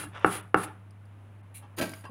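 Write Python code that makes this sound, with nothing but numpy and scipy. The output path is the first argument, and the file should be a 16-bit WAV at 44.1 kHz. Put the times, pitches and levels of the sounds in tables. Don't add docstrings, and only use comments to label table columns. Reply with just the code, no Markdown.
import sys
import numpy as np
from scipy import signal
from scipy.fft import rfft, irfft
from scipy.io import wavfile
from scipy.ndimage import uniform_filter1d

SR = 44100
rng = np.random.default_rng(int(sys.argv[2]) if len(sys.argv) > 2 else 0)


def voltage_ratio(level):
    return 10 ** (np.asarray(level, float) / 20)


def wrap_up_sound(samples):
    columns = np.atleast_2d(samples).T
    tamed = np.clip(columns, -1, 1)
    steps = np.round(tamed * 32767).astype(np.int16)
    wavfile.write(sys.argv[1], SR, steps)


N = 92610
t = np.arange(N) / SR
HALF_SECOND = t[:SR // 2]


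def unit(x):
    return x / np.sqrt(np.mean(x ** 2))


def colour(x, points):
    hz_points, db_points = np.array(points, float).T
    hz = np.arange(N // 2 + 1) * SR / N + 1
    gain = voltage_ratio(np.interp(np.log(hz), np.log(hz_points), db_points))
    return irfft(rfft(x) * gain, N)


def highpass(x, hz):
    return signal.sosfilt(signal.butter(4, hz, "high", fs=SR, output="sos"), x)


def conv(x, response):
    return signal.fftconvolve(x, response)[:N]


def ring(modes):
    u = HALF_SECOND
    return sum(voltage_ratio(db - 60 * u / t60) * np.sin(2 * np.pi * hz * u) for hz, db, t60 in modes)


def energy_root(response):
    return np.sqrt(np.sum(response ** 2))


def strokes(rows):
    total = 0
    for start, rise, hold, fall, db in rows:
        onset = np.sin(np.pi / 2 * np.clip((t - start) / rise, 0, 1)) ** 2
        falling = np.clip(t - start - rise - hold, 0, 9)
        total = total + voltage_ratio(db - 60 * falling / fall) * onset
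    return total


def pushes(rows):
    return sum(voltage_ratio(db) * np.exp(-((t - s) / w) ** 2 / 2) / (w * SR * np.sqrt(2 * np.pi))
               for s, db, w in rows)


def soft_pushes(rows):
    return pushes([(s, db, ms / 1000) for s, db, ms in rows])


def grains(rate, spread_db):
    chance = rng.random(N)
    size = rng.exponential(1, N)
    noise = rng.standard_normal(N)
    hit = np.clip((rate / SR - chance) * 50 + .5, 0, 1)
    return unit(hit * voltage_ratio(spread_db * np.minimum(size, 4)) * np.sign(noise) + 0.24 * noise)


def walk(rate):
    k = int(SR / rate)
    return unit(uniform_filter1d(uniform_filter1d(rng.standard_normal(N), k), k))


# f/Hz, level/dB per Hz
AIR = [(28, -15), (80, 0), (200, 1.5), (450, -8.5), (1020, -8.5), (2900, -20), (4600, -35.5), (16000, -40)]


def background():
    phase = 2 * np.pi * 100.6 * t + 4.04 + .16 * walk(25)
    hum = np.sqrt(2) * voltage_ratio(-49 + 0.5 * walk(18.0)) * np.sin(phase)
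    air = colour(rng.standard_normal(N), AIR)
    air = air / np.std(highpass(air, 130))
    return hum + air * voltage_ratio(-59.5 + .6 * walk(5))


# f/Hz, t60/s, tail level/dB
ROOM = [(117.3, 0.47, -1.5), (278, 0.28, -2.5), (816, 0.35, -8), (1400, 0.39, -10), (2780, 0.21, -9.5),
        (6260, 0.027, -8), (10600, 0.044, -12)]


def room(x):
    u = HALF_SECOND
    swell = np.clip(u / 0.0013, 0, 1) ** 2
    tail = 0
    for hz, t60, db in ROOM:
        sos = signal.butter(2, [hz / 1.5, hz * 1.45], "band", fs=SR, output="sos")
        band = signal.sosfilt(sos, rng.standard_normal(len(u)))
        band = band * voltage_ratio(-60 * u / t60) * swell
        tail = tail + voltage_ratio(db) * band * np.sqrt(13.8 / t60 / SR)
    return conv(x, tail)


# t/s, level/dB, smear/ms
TICKS = [
    (.195, -63, 3.4),
    (0.2455, -47, 3.1),
    (0.5438, -41, 2.1),
    (0.908, -61, 2.5),
    (1.055, -67.5, 3.1),
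    (1.8942, -37.5, 0.99),
    (1.917, -49.5, 4),
    (1.938, -42.5, 2.2),
    (2.01, -54, 1.3),
    (2.0519, -58, 4.7),
]
# f/Hz, level/dB per Hz
TICK_COLOUR = [(2000, -40.5), (5000, -0.5), (6800, -16.5), (9000, -5.5), (12000, -14.5), (16000, -19)]


def ticks():
    env = 0
    for s, db, ms in TICKS:
        decay = np.exp(-np.clip(t - s, 0, 1) * 1000 / ms)
        env = env + voltage_ratio(db) * decay * np.clip((t - s) * 5000, 0, 1)
    return env * unit(colour(rng.standard_normal(N), TICK_COLOUR))


# f/Hz, level/dB, t60/s
METAL = [(4870, -3, .04), (6550, -9, .04), (7030, -7, .05), (8770, -9, .04), (10400, -5, .025),
         (11150, -9, .05), (11800, -7, .06), (12700, -5, .03), (13200, -3, .025), (14300, -6, .035),
         (14900, -8, .03)]
# start t/s, rise/s, hold/s, fall t60/s, level/dB
SHAKES = [
    (1.762, 0.0025, .008, 0.028, -51),
    (1.78, 0.003, 0.016, 0.066, -44.5),
    (1.812, 0.0026, 0.017, 0.26, -48.5),
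    (1.89, .01, 0.042, 0.079, -61.5),
    (1.945, 0.017, 0.028, 0.19, -64),
]


def jingle():
    metal = ring(METAL)
    return conv(grains(3500, 2.5) * strokes(SHAKES), metal) / energy_root(metal)


# start t/s, length/s, f/Hz, level/dB
SQUEAKS = [(-.01, 0.021, 310, -44), (0.039, 0.056, 307, -41), (0, 0.059, 1380, -49.5),
           (.005, 0.074, 2780, -54), (0.054, .03, 1680, -50), (0.145, 0.049, 560, -52.5),
           (0.598, 0.021, 480, -40), (0.637, 0.052, 320, -42), (0.638, 0.029, 850, -44),
           (.655, 0.046, 1360, -47.5), (0.693, .03, 860, -44), (2.043, 0.032, 1590, -52),
           (2.054, 0.059, 1110, -48), (2.042, 0.029, 2720, -57), (2.043, 0.053, 4880, -65),
           (.41, .035, 2900, -64)]


def squeaks():
    wander = 0.74 * walk(53)
    rough = voltage_ratio(1 * walk(67))
    tones = 0
    for s, length, hz, db in SQUEAKS:
        swell = np.sin(np.pi * np.clip((t - s) / length, 0, 1))
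        tones = tones + voltage_ratio(db) * swell * np.sin(2 * np.pi * hz * t + wander)
    return rough * tones


# f/Hz, level/dB, t60/s
JAR = [(861, -6, .025), (1040, 0, .03), (1130, -3, .05), (1340, -5, .03), (1630, -4, .04), (2720, -9, .03),
       (3060, -13, .025), (4080, -24, .03), (4900, -30, .12)]
# start t/s, rise/s, hold/s, fall t60/s, level/dB
NUDGES = [
    (1.62, 0.0056, 0.019, 0.13, -54.5),
    (2.036, 0.0022, 0.0091, 0.13, -65),
    (2.05, 0.0026, 0.0064, 0.089, -45),
]


def nudged_jar(slip):
    jar = ring(JAR)
    return conv(slip * strokes(NUDGES), jar) / energy_root(jar)


# f/Hz, level/dB, t60/s
CLICK = [(2200, 0, .014), (1550, -5, .014), (2950, -8, .02)]


def plastic_click():
    return conv(pushes([(1.936, -33, 4e-5)]), ring(CLICK))


# start t/s, rise/s, hold/s, fall t60/s, level/dB
SLIDES = [
    (1.77, 0.0051, .002, 0.026, -49.5),
    (1.779, 0.00051, .004, 0.073, -40.5),
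    (1.784, 0.0028, 0.012, 0.012, -33),
    (1.811, 0.0017, 0.014, 0.11, -31),
    (1.835, 0.012, 0.01, 0.42, -46.5),
    (1.93, 0.0065, 0.0067, 0.1, -76),
]
# f/Hz, level/dB per Hz
BENCH = [(100, -39.5), (300, 4), (700, -5), (1500, -15), (3000, -11), (6500, -20.5), (10000, -24),
         (15800, -26)]
# f/Hz, level/dB, t60/s
TOOLS = [(328, -2, .06), (614, 0, .05), (1330, -9, .06), (1590, -2, .045), (1900, -11, .05),
         (2290, -10, .035), (2500, -9, .03), (3080, -12, .035), (4060, -17, .03), (4530, -15, .04),
         (4870, -19, .09), (7030, -19, .07), (1050, -9, .03), (255, -7, .05)]
# t/s, level/dB, softness/ms
TAPS = [
    (1.786, -53, 0.054),
    (1.794, -33, 0.32),
    (1.801, -25, 0.11),
    (1.812, -28, 0.018),
    (1.8165, -50, 0.8),
    (1.8212, -22, 0.16),
    (1.835, -32.5, 0.2),
    (1.849, -45, 0.06),
    (1.917, -45.5, 0.059),
    (2.042, -44.5, 0.029),
]


def bench():
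    slip = grains(6000, 2.4)
    scrape = strokes(SLIDES)
    tools = ring(TOOLS)
    shaken = voltage_ratio(-.8) / energy_root(tools) * conv(highpass(slip, 910) * scrape, tools)
    tapped = conv(soft_pushes(TAPS), tools)
    rung = shaken + tapped + plastic_click() + nudged_jar(slip)
    return unit(colour(slip, BENCH)) * scrape + highpass(rung, 132)


# start t/s, rise/s, hold/s, fall t60/s, level/dB
WIPES = [
    (-.03, 0.02, 0.045, 0.15, -42.5),
    (.25, 0.019, 0.033, 0.35, -43),
    (.30, 0.034, 0.037, 0.11, -43),
    (.425, 0.0032, 0.0055, 0.03, -96),
    (.552, 0.026, 0.052, 0.14, -47),
    (.625, 0.012, 0.0055, 0.047, -47),
    (.655, 0.016, 0.049, 0.23, -73.5),
    (1.94, 0.0067, 0.042, 0.46, -61),
    (.39, .01, .005, 0.086, -63),
]
# f/Hz, level/dB per Hz
GRIT = [(290, -38.5), (500, -12.5), (707, -9.5), (1370, -1.5), (1540, -3.5), (2790, -6), (5830, -20.5),
        (9950, -11), (15800, -23)]
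# start t/s, rise/s, hold/s, fall t60/s, level/dB
DRAGS = [
    (.0, 0.017, 0.018, 0.25, -60),
    (.11, 0.055, 0.012, 0.5, -45),
    (.2, 0.043, 0.014, 0.085, -56.5),
    (.34, .02, .04, .08, -52),
    (.405, 0.012, 0.016, 0.13, -61),
    (.66, 0.014, 0.01, 0.18, -50),
    (2.035, 0.0051, 0.01, 0.049, -53),
]
# f/Hz, level/dB per Hz
PASTE = [(120, -20), (200, -20), (418, -5.5), (559, -3.5), (1090, -2), (1340, -1), (3650, -11.5),
         (4100, -29), (5400, -25.5), (12000, -47.5), (16000, -60)]
# start t/s, rise/s, hold/s, fall t60/s, level/dB
FLICKS = [
    (1.538, 0.017, 0.0044, 0.059, -50),
    (1.563, 0.0023, 0.0042, 0.15, -51),
]
# f/Hz, level/dB per Hz
BRISTLE = [(880, -43), (1500, -30), (2200, -9.5), (2820, -13), (3110, -21), (4040, -16), (4940, -30),
           (10800, -13), (15800, -24.5)]


def wipes():
    grit = unit(colour(grains(6000, 2), GRIT)) * voltage_ratio(1.77 * walk(40))
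    paste = unit(colour(grains(5000, 4.9), PASTE)) * voltage_ratio(1.5 * walk(55))
    bristle = unit(colour(grains(5300, 4.1), BRISTLE))
    return grit * strokes(WIPES) + paste * strokes(DRAGS) + bristle * strokes(FLICKS)


# f/Hz, level/dB, t60/s
BOARD = [(66, -26.5, 0.067), (128.6, -19.5, 0.063), (186.3, -28, 0.43), (204.2, -24.5, 0.12),
         (307, -21.5, 0.12), (381, -22.5, 0.16), (472.7, -18, 0.065), (610, -43, 0.12), (753, -16, 0.12),
         (806, -41.5, 0.056), (1330, -39, 0.11), (1256, -45, 0.043), (1506, -26, 0.13), (2650, -17, 0.12)]
# t/s, level/dB, softness/ms
THUDS = [
    (.003, -16.5, 0.44),
    (.045, -11.5, 0.9),
    (1.769, -16, 0.61),
    (1.81, -5, 0.86),
    (2.089, -9.5, 0.48),
]


def bench_top(force):
    board = ring(BOARD) * np.clip(HALF_SECOND / 0.018, 0, 1)
    return highpass(conv(force + soft_pushes(THUDS), board), 26)


# delay t/s, level/dB
ECHOES = [(.0081, -40.5), (.0104, -23.5), (0.0114, -28), (.021, -42), (0.031, -19)]


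def reflections(blow):
    mat = (.00231, -1.6)
    return sum(voltage_ratio(db) * np.interp(t - lag, t, blow) for lag, db in [mat] + list(ECHOES))


# t/s, level/dB, hardness
KNOCKS = [
    (.24598, 0, 1.08),
    (.54427, -.6, 1.12),
]
# t/s, level/dB, hardness
BOUNCES = [
    (.038, -29, 1.3),
    (.3555, -24, 1.1),
    (.636, -30, 1.2),
]
# f/Hz, level/dB, t60/s, polarity towards the microphone
POT = [(570, 3.8, .0118, 1), (578, 8.9, .0073, -1), (1072, -9.1, .057, -1), (1493, 1.3, .015, 1)]
# f/Hz, level/dB, t60/s
HANDLE = [(2186, -10, 0.0066), (2775, -14, 0.013), (3230, -16, 0.0017), (4400, -28.5, .006)]


def knocks():
    hits = list(KNOCKS) + list(BOUNCES)
    radiate_hz = 194
    force = pushes([(s, db, .000147 / hard) for s, db, hard in hits])
    snap = pushes([(s, db, .00009 / hard) for s, db, hard in hits])
    pot = sum(side * ring([(hz, db, t60)]) for hz, db, t60, side in POT)
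    blow = highpass(conv(force, pot), radiate_hz)
    handle = highpass(conv(snap, ring(HANDLE)), radiate_hz)
    return blow + reflections(blow) - handle + bench_top(force)


def scene():
    near = knocks() + wipes() + bench() + ticks()
    heard = near + room(near) + background()
    return (heard + squeaks() + jingle())[None]


def microphone_port(x):
    port_hz, width_hz = 9870, 513
    b, a = signal.iirpeak(port_hz, port_hz / width_hz, fs=SR)
    return x + (voltage_ratio(12) - 1) * signal.lfilter(b, a, x)


def limiter(x):
    ahead = KNOCKS[1][0] - t
    depth = np.clip(1 - ahead / 0.075, 0, 1) * np.clip(ahead * 500 - .5, 0, 1)
    return x * voltage_ratio(-4 * depth)


GAPS = [
    .42,
    1.423,
    1.762,
]


def dropouts(x):
    gap = sum(np.exp(-((t - s) / .007) ** 4) for s in GAPS)
    treble = signal.sosfiltfilt(signal.butter(3, 3600, "high", fs=SR, output="sos"), x)
    return x - (1 - voltage_ratio(-16)) * gap * treble


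def roll_off(x):
    return signal.sosfilt(signal.butter(12, 16250, fs=SR, output="sos"), x)


def record(dry):
    x = dropouts(limiter(microphone_port(dry)))
    x = signal.sosfilt(signal.ellip(8, .2, 70, 15750, fs=SR, output="sos"), x)
    return roll_off(x)


dry = scene()
out = record(dry)
wrap_up_sound(out)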